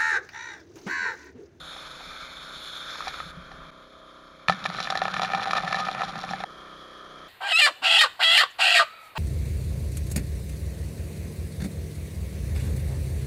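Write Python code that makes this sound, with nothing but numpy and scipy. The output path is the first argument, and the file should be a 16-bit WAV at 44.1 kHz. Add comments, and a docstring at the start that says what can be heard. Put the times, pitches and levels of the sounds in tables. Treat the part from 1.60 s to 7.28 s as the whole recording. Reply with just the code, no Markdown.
"""Pump and hose in a yard

A small petrol pump drones steadily across the yard: harmonics of its firing cycle, and knocks that ring.
Near the microphone a hose jet, made of flickering coloured noise, hisses, narrows and falls back as heavy drops.
They drum on the hard shell carrying the microphone, a set of struck modes; then the jet plunges into a pool.
Wind rumbles lumpily underneath. The listening place changes abruptly four times."""
import sys
import numpy as np
from scipy import signal
from scipy.fft import rfft, irfft, next_fast_len
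from scipy.io import wavfile

SR = 44100
rng = np.random.default_rng(int(sys.argv[2]) if len(sys.argv) > 2 else 0)


def wav_out(sig):
    """Save sig, one row per channel (or a flat mono array), as 16-bit PCM at SR to the path in sys.argv[1]."""
    wavfile.write(sys.argv[1], SR, np.round(np.clip(np.atleast_2d(sig).T, -1, 1) * 32767).astype(np.int16))


N = 250488


def from_db(db):
    """Gain of a level in dB."""
    return 10 ** (np.asarray(db) / 20)


def rms_one(x):
    """Scale to rms 1."""
    return x / np.sqrt(np.mean(x ** 2) + 1e-20)


def in_time(rows, outside=None):
    """Columns of a table joined by straight lines, one value a sample; the first column is t/s."""
    t, *columns = np.transpose(rows)
    return [np.interp(np.arange(N) / SR, t, column, outside, outside) for column in columns]


def drift(rate_hz):
    """Slow chance: noise through a double one-pole low-pass; spread 1."""
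    r = np.exp(-2 * np.pi * rate_hz / SR)
    noise = rng.standard_normal(N + SR)     # the first second lets the filter settle
    return rms_one(signal.lfilter([1], [1, -2 * r, r * r], noise)[SR:])


def band_pass(x, order, edges_hz):
    """Keep the range between two frequencies."""
    return signal.sosfilt(signal.butter(order, edges_hz, "band", fs=SR, output="sos"), x)


def coloured(x, spectrum):
    """Give a white signal a spectrum, straight in dB over log frequency; rms 1."""
    size = next_fast_len(N)
    hz, level_db = np.transpose(spectrum)
    log_hz = np.log(np.arange(1, size // 2 + 2) * SR / size)
    gain = from_db(np.interp(log_hz, np.log(hz), level_db, -80, -80))
    return rms_one(irfft(rfft(x, size) * gain, size)[:N])


def ring(clicks, hz, t60):
    """A unit click sets a sine of starting height 1 ringing; it falls 60 dB in t60 seconds."""
    r, w = from_db(-60 / (t60 * SR)), 2 * np.pi * hz / SR
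    return signal.lfilter([0, np.sin(w)], [1, -2 * r * np.cos(w), r * r], clicks + 1e-18)


# When the listening place changes: t/s
CHANGES_S = [1.72, 2.11, 2.88, 4.846]
# The five listening places, one a row: engine gain level/dB, rush level/dB, fine hiss level/dB,
# wind rumble level/dB, share of the poolside [0-1]
PLACES = [(4, -43.5, -47.5, -54, 0.17), (4, -50, -57, -47, 0.54), (3, -57.5, -59, -62, 0.32),
          (5, -39, -50.5, -56.5, 0.8), (3.5, -54, -107, -63, 0.98)]
CHANGE_S = .012     # length of each change


def places():
    """Columns of the places table, each gliding quickly to the next row at a change."""
    t = np.repeat(CHANGES_S, 2) + np.tile([-CHANGE_S / 2, CHANGE_S / 2], len(CHANGES_S))
    return in_time(np.column_stack([t, np.repeat(PLACES, 2, axis=0)[1:-1]]))


# Multiples 1, 2, 3 .. of the firing cycle, before the place's gain and the drift:
# peak level/dB in the yard, peak level/dB at the poolside
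ORDERS = [(-74, -65), (-70, -64), (-86, -74), (-76, -70), (-66, -62), (-69, -59), (-68, -62), (-62, -68),
          (-66, -63), (-63, -59), (-76, -63), (-87, -61), (-65, -60), (-73, -63), (-75, -64), (-61, -57),
          (-61, -59), (-67, -65), (-72, -67), (-61, -62), (-64, -69), (-80, -67), (-73, -63), (-66, -62)]


def engine_orders(turns, pool):
    """Sines at multiples of the firing cycle, each wavering in level on its own."""
    lines = 0
    for k, (yard_db, pool_db) in enumerate(ORDERS, start=1):
        lag = rng.random()      # echoes off the yard scatter the orders over the cycle
        level_db = yard_db + pool ** 8 * (pool_db - yard_db) + 2.0 * drift(4.7)
        lines = lines + from_db(level_db) * np.cos(2 * np.pi * (k * turns - lag))
    return lines


# Upper engine resonances: f/Hz, width f/Hz, relative level/dB
CLATTER = [(1080, 320, -5), (1255, 67, -7.5)]


def engine_clatter(turns):
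    """One knock a cycle, smeared by echoes off walls and deck, rings in the upper resonances; rms 1."""
    knocks = np.diff(np.floor(turns), prepend=0) * from_db(3.0 * drift(37))
    after_s = np.arange(0, .12, 1 / SR)
    echoes = rng.standard_normal(len(after_s)) * np.exp(-after_s / .05)
    knocks = signal.fftconvolve(knocks, echoes)[:N]
    clatter = 0
    for hz, width_hz, level_db in CLATTER:
        clatter = clatter + from_db(level_db) * ring(knocks, hz, np.log(1000) / (np.pi * width_hz))
    return rms_one(clatter)


CYCLES_PER_S = 31.51    # mean firing rate


def engine():
    """The pump across the yard: firing orders and clatter share one almost steady rotation."""
    gain_db, *_, pool = places()
    turns = np.cumsum(CYCLES_PER_S * (1 + .0006 * drift(2.5))) / SR
    clatter_gain = from_db(-55.0 + 5.9 * pool)
    return from_db(gain_db) * (engine_orders(turns, pool) + clatter_gain * engine_clatter(turns))


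def patchy(x, edges_hz, patchy_db):
    """Let ranges of a noise swell and sink on their own as the fan of water changes shape."""
    out = x
    for pair in zip(edges_hz, edges_hz[1:]):
        out = out + (from_db(patchy_db * drift(2.8)) - 1) * band_pass(x, 2, pair)
    return out


# Lower jet noise: f/Hz, relative level/dB per Hz
RUSH = [(120, -46), (400, -18), (1050, -12.5), (1290, -3), (1500, -4.5), (1900, -15), (2350, -8.5),
        (2750, -24.5)]
# Upper jet noise: f/Hz, relative level/dB per Hz
HISS = [(2700, -22), (3550, 2), (4000, -6.5), (4290, -4.5), (4900, -20), (5270, -9.5), (5600, -20),
        (6950, -14), (8500, -26.5), (9500, -22), (12300, -27)]


def jet(rush_db, hiss_db):
    """Hose spray near the microphone: jet noise in two ranges that flicker partly together."""
    together = drift(25)
    rush = coloured(rng.standard_normal(N) * from_db(together + drift(140)), RUSH)
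    hiss = coloured(rng.standard_normal(N) * from_db(together + 0.23 * drift(100)), HISS)
    rush = patchy(rush, [1100, 1900, 2600], 2.0)
    hiss = patchy(hiss, [3000, 4000, 7000, 11500], 1.5)
    return from_db(rush_db) * rush + from_db(hiss_db) * hiss


# The jet plunging into the pool: f/Hz, relative level/dB per Hz
PLUNGE = [(100, -35), (700, -11.5), (1000, -24), (1280, 4), (1420, -19), (1800, -5.5), (2000, -22),
          (2750, -28), (3250, -2.5), (3550, -14.5), (7500, -28.5), (12300, -36.5)]
PLUNGE_DB = -46     # at full share of the poolside


def plunge(pool):
    """Flickering coloured noise of the jet entering the pool, stronger towards the poolside."""
    return from_db(PLUNGE_DB) * pool * coloured(rng.standard_normal(N) * from_db(drift(68)), PLUNGE)


# Wind at the microphone: f/Hz, relative level/dB per Hz
RUMBLE = [(15, 6), (70, 6.5), (100, -12), (160, 6.5), (300, -24)]


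def wind(rumble_db):
    """Low coloured noise whose level wanders in lumps."""
    return from_db(rumble_db) * coloured(rng.standard_normal(N) * from_db(2.5 * drift(10)), RUMBLE)


# The fan of water swings towards the listener in the first place; added gains:
# t/s, rush level/dB, hiss level/dB, rumble level/dB
FAN = [(0, -1.5, 5, 5), (.25, 2, 5, 0), (.9, 0, 4, 0), (1.03, 0, 9, -1.5), (1.45, 6, 7.5, 1),
       (1.58, 4, 7, 7), (1.71, 0, 3.5, 10)]


def water():
    """Jet, plunge and wind rumble, at the levels of each place and of the swinging fan."""
    _, *levels_db, pool = places()
    rush_db, hiss_db, rumble_db = np.add(levels_db, in_time(FAN, outside=0))
    return jet(rush_db, hiss_db) + plunge(pool) + wind(rumble_db)


# Heavy drops on the shell, before the final filters:
# t/s, deep ring peak level/dB, middle rings peak level/dB, upper rings peak level/dB
DROPS = [(0.164, -33, -32, -50), (0.407, -31.5, -39, -48), (1.356, -56, -25, -39), (1.406, -51, -22.5, -45),
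         (1.424, -47, -24, -55), (1.472, -21, -31, -59), (1.48, -37, -18.5, -21), (1.542, -59, -23, -42),
         (1.602, -35, -19.5, -40), (1.916, -35, -33, -41.5), (2.884, -58, -3, -16.5), (2.897, -7, -4, -23),
         (2.923, -37, -15.5, -30), (3.041, -45, -26, -26), (3.054, -15.5, -23, -25),
         (3.059, -35, -10.5, -23.5), (3.101, -21, -22.5, -32), (3.147, -24, -21.5, -35),
         (3.186, -29, -18.5, -52), (3.203, -22, -15, -20), (3.254, -41, -21.5, -49), (3.273, -24, -15, -40),
         (3.302, -13.5, -14, -19), (3.324, -17, -16, -36), (3.354, -16, -13.5, -25), (3.374, -18, -17, -21),
         (3.418, -11, -12, -32), (3.454, -15, -13.5, -38), (3.481, -19, -14.5, -29),
         (3.541, -52, -16.5, -25.5), (3.566, -41, -12, -35), (3.596, -10.5, -14.5, -35),
         (3.618, -18, -15.5, -23), (3.632, -17.5, -14, -25), (3.64, -20, -28, -39),
         (3.648, -31, -12.5, -36), (3.702, -26, -17.5, -43), (3.715, -39, -21, -47),
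         (3.735, -16, -12.5, -32), (3.748, -14, -13, -27), (3.776, -20.5, -28, -42), (3.796, -42, -25, -42),
         (3.805, -35, -35, -44), (3.831, -42, -18.5, -23), (3.857, -17, -20, -33), (3.872, -17, -23, -28),
         (3.909, -29, -11, -23.5), (3.933, -17.5, -8.5, -24), (3.968, -22, -12.5, -24.5),
         (3.982, -19, -9.5, -44), (4.008, -35, -37, -40), (4.035, -20, -28, -43), (4.077, -22, -15.5, -47),
         (4.125, -30, -18, -28), (4.128, -30, -10, -25), (4.145, -17, -13, -29), (4.2, -22.5, -18, -30),
         (4.286, -17.5, -16, -33), (4.349, -21, -17.5, -33), (4.419, -22, -10.5, -38),
         (4.434, -13.5, -35, -29), (4.556, -22.5, -24.5, -41), (4.639, -21, -26, -54),
         (4.69, -44, -20, -49), (4.71, -21, -26, -46), (4.735, -19, -17.5, -38), (4.804, -23, -26, -36),
         (4.838, -17.5, -17.5, -31)]
# Drops that barely stir the deep ring favour the higher middle rings: dB per octave for each dB
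EDGE_TILT = .25


def heavy_drops(mode_hz, mode_db, group):
    """Blows on each mode: a drop shares its force out in its own way and lands as a short splat."""
    t, *peaks_db = np.transpose(DROPS)
    at = np.round(t * SR).astype(int)
    # only the drops after the second change are tilted
    weak_deep_db = np.minimum(peaks_db[0] - peaks_db[1], 0) * (t > CHANGES_S[1])
    tilt_db = -EDGE_TILT * weak_deep_db[:, None] * np.log2(mode_hz / 1300) * (group == 1)
    shares = from_db(mode_db + tilt_db + 2.5 * rng.standard_normal((len(at), len(mode_hz))))
    splat = np.exp(-np.arange(round(.012 * SR)) / (.0025 * SR))
    boost_db = [4.0, 3.5, 1.5]      # the rings of a group never peak together
    blows = []
    for k, g in enumerate(group):
        hits = np.zeros(N)
        share = shares[:, k] / shares[:, group == g].sum(axis=1)
        hits[at] = -from_db(peaks_db[g] + boost_db[g]) * share
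        spread = signal.fftconvolve(hits, splat)[:N] * rng.standard_normal(N)
        sharp, smeared = (.45, .45) if g == 2 else (1, .07)
        blows.append(sharp * hits + smeared * spread)
    return blows


BURST_DB, BURST_S = -35, 0.01   # offset from the upper ring peak; decay time constant


def spray_bursts():
    """Envelope of the fine spray into which each big drop breaks, dying away."""
    t, *_, upper_db = np.transpose(DROPS)
    bursts = np.zeros(N)
    bursts[np.round(t * SR).astype(int)] = from_db(BURST_DB + upper_db)
    return signal.lfilter([1], [1, -np.exp(-1 / (BURST_S * SR))], bursts)


def shower(per_s, spread_db, clumps):
    """Random blows in clumps, most small and a few larger; rms 1."""
    sizes = from_db(spread_db * np.minimum(rng.exponential(1, N), 3.5)) * rng.choice([-1, 1], N)
    return rms_one(sizes * (rng.random(N) < per_s * clumps / SR))


# Dull bumps against the shell, before softening and filtering: t/s, peak level/dB
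THUMPS = [(0.465, -27.5), (1.655, -23), (1.768, -19), (2.884, -7.5)]
BOOM_HZ, BOOM_T60_S = 180, .1
BOOM_DB = -39.5     # stirring by the shower, before the band filter


def boom(on, clumps):
    """The deepest mode of the shell, stirred by the shower and by single bumps."""
    bumps = np.zeros(N)
    for t, peak_db in THUMPS:
        bumps[round(t * SR)] = from_db(peak_db)
    soft = signal.fftconvolve(bumps, np.hanning(round(0.0064 * SR)) / (0.0053 * SR))[:N]
    stirred = rms_one(ring(shower(300, 1.3, clumps), BOOM_HZ, BOOM_T60_S))
    both = from_db(BOOM_DB) * on * stirred + ring(soft, BOOM_HZ, BOOM_T60_S)
    return band_pass(both, 2, [100, 330])


PATTER_DB, THIN_DB = -58.5, -19     # blow level in the hold; change from it at either end
BUILD_S, THIN_S = 0.93, 0.53        # length of the rise and of the fall


def patter_level():
    """Level of the small drops in dB: a rise, a hold and a fall while the shower lasts, silence outside."""
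    start, end = CHANGES_S[-2:]
    thin_db = PATTER_DB + THIN_DB
    rows = [(start, thin_db), (start + BUILD_S, PATTER_DB), (end - THIN_S, PATTER_DB), (end, thin_db)]
    return in_time(rows, outside=-200)[0]


SPRAY_OFFSET_DB = -27.5     # added to 0.53 of the small drops' level


def small_drops(patter_db, on, clumps):
    """Blows of the small drops, and of the finest spray with the bursts of the big drops."""
    patter = from_db(patter_db) * shower(500, 3.8, clumps)
    spray_gain = from_db(SPRAY_OFFSET_DB + 0.53 * patter_db + 3.6 * drift(2.93)) * on
    spray = (spray_gain + spray_bursts()) * shower(900, 4.37, clumps)
    return patter, spray


# Modes of the hard shell: f/Hz, relative level/dB, t60 t/s
SHELL = [(779, 4, 0.055), (930, 6, 0.006), (1275, 8, 0.02), (1763, 1, 0.036), (2355, -3, 0.015),
         (3620, 4, 0.007), (4024, 5, 0.0085), (4550, -1, 0.005), (5400, 0, 0.005), (6830, -11, 0.008),
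         (9700, -19, 0.006)]


def shell():
    """The shell carrying the microphone: heavy and small drops strike its modes, over the deep boom."""
    mode_hz, mode_db, _ = np.transpose(SHELL)
    group = np.searchsorted([950, 3000], mode_hz)   # 0 deep, 1 middle, 2 upper
    patter_db = patter_level()
    on = patter_db > -100
    clumps = from_db(4.0 * drift(22))
    patter, spray = small_drops(patter_db, on, clumps)
    heavy = heavy_drops(mode_hz, mode_db, group)
    out = 0
    for k, (hz, level_db, t60) in enumerate(SHELL):
        landing = np.repeat(rng.standard_normal(N // 150 + 1), 150)[:N]     # where each small drop lands
        small = from_db(level_db + 3.5 * landing) * (spray if group[k] == 2 else patter)
        out = out + ring(heavy[k] + small, hz, t60)
    out = band_pass(out, 3, [600, 10800]) + boom(on, clumps)
    return out * np.clip((CHANGES_S[-1] - np.arange(N) / SR) / 0.0019, 0, 1)    # silent from the last change


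# A brief wet whistle among the drops, a single row:
# start t/s, end t/s, first f/Hz, last f/Hz, level/dB before the flutter
WHISTLE = (4.16, 4.258, 1100, 1245, -24)


def whistle():
    """A fluttering sine that rises, then holds its pitch, while its level swells and dies away."""
    start, end, first_hz, last_hz, peak_db = WHISTLE
    part = np.clip((np.arange(N) / SR - start) / (end - start), 0, 1)
    hz = first_hz + np.minimum(2 * part, 1) * (last_hz - first_hz)
    tone = np.sin(2 * np.pi * np.cumsum(hz) / SR)
    swell = np.sqrt(np.abs(np.sin(np.pi * part ** 2))) * (part < 1)
    return from_db(peak_db + 2.0 * drift(64)) * swell * tone


DIP_S = 0.0073  # fall, and again rise, of the dip


def scene():
    """Engine and water, dipping briefly at the last three changes, with shell and whistle; one channel."""
    away_s = np.abs(np.arange(N) / SR - np.array(CHANGES_S[1:])[:, None]).min(axis=0)
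    dip = np.clip(away_s / DIP_S, 0, 1)
    return ((engine() + water()) * dip + shell() + whistle())[None, :]


PORT_DIP_HZ, CUTOFF_HZ = 7950, 12080


def record(dry):
    """The microphone port weakens a narrow range; the deepest bass and the top are cut."""
    port = 0.053 * dry + 0.68 * signal.lfilter(*signal.iirnotch(PORT_DIP_HZ, 4.0, fs=SR), dry)
    low_cut = signal.sosfilt(signal.butter(2, 20, "high", fs=SR, output="sos"), port)
    return signal.sosfilt(signal.ellip(12, .5, 80, CUTOFF_HZ, fs=SR, output="sos"), low_cut)


dry = scene()
out = record(dry)
wav_out(out)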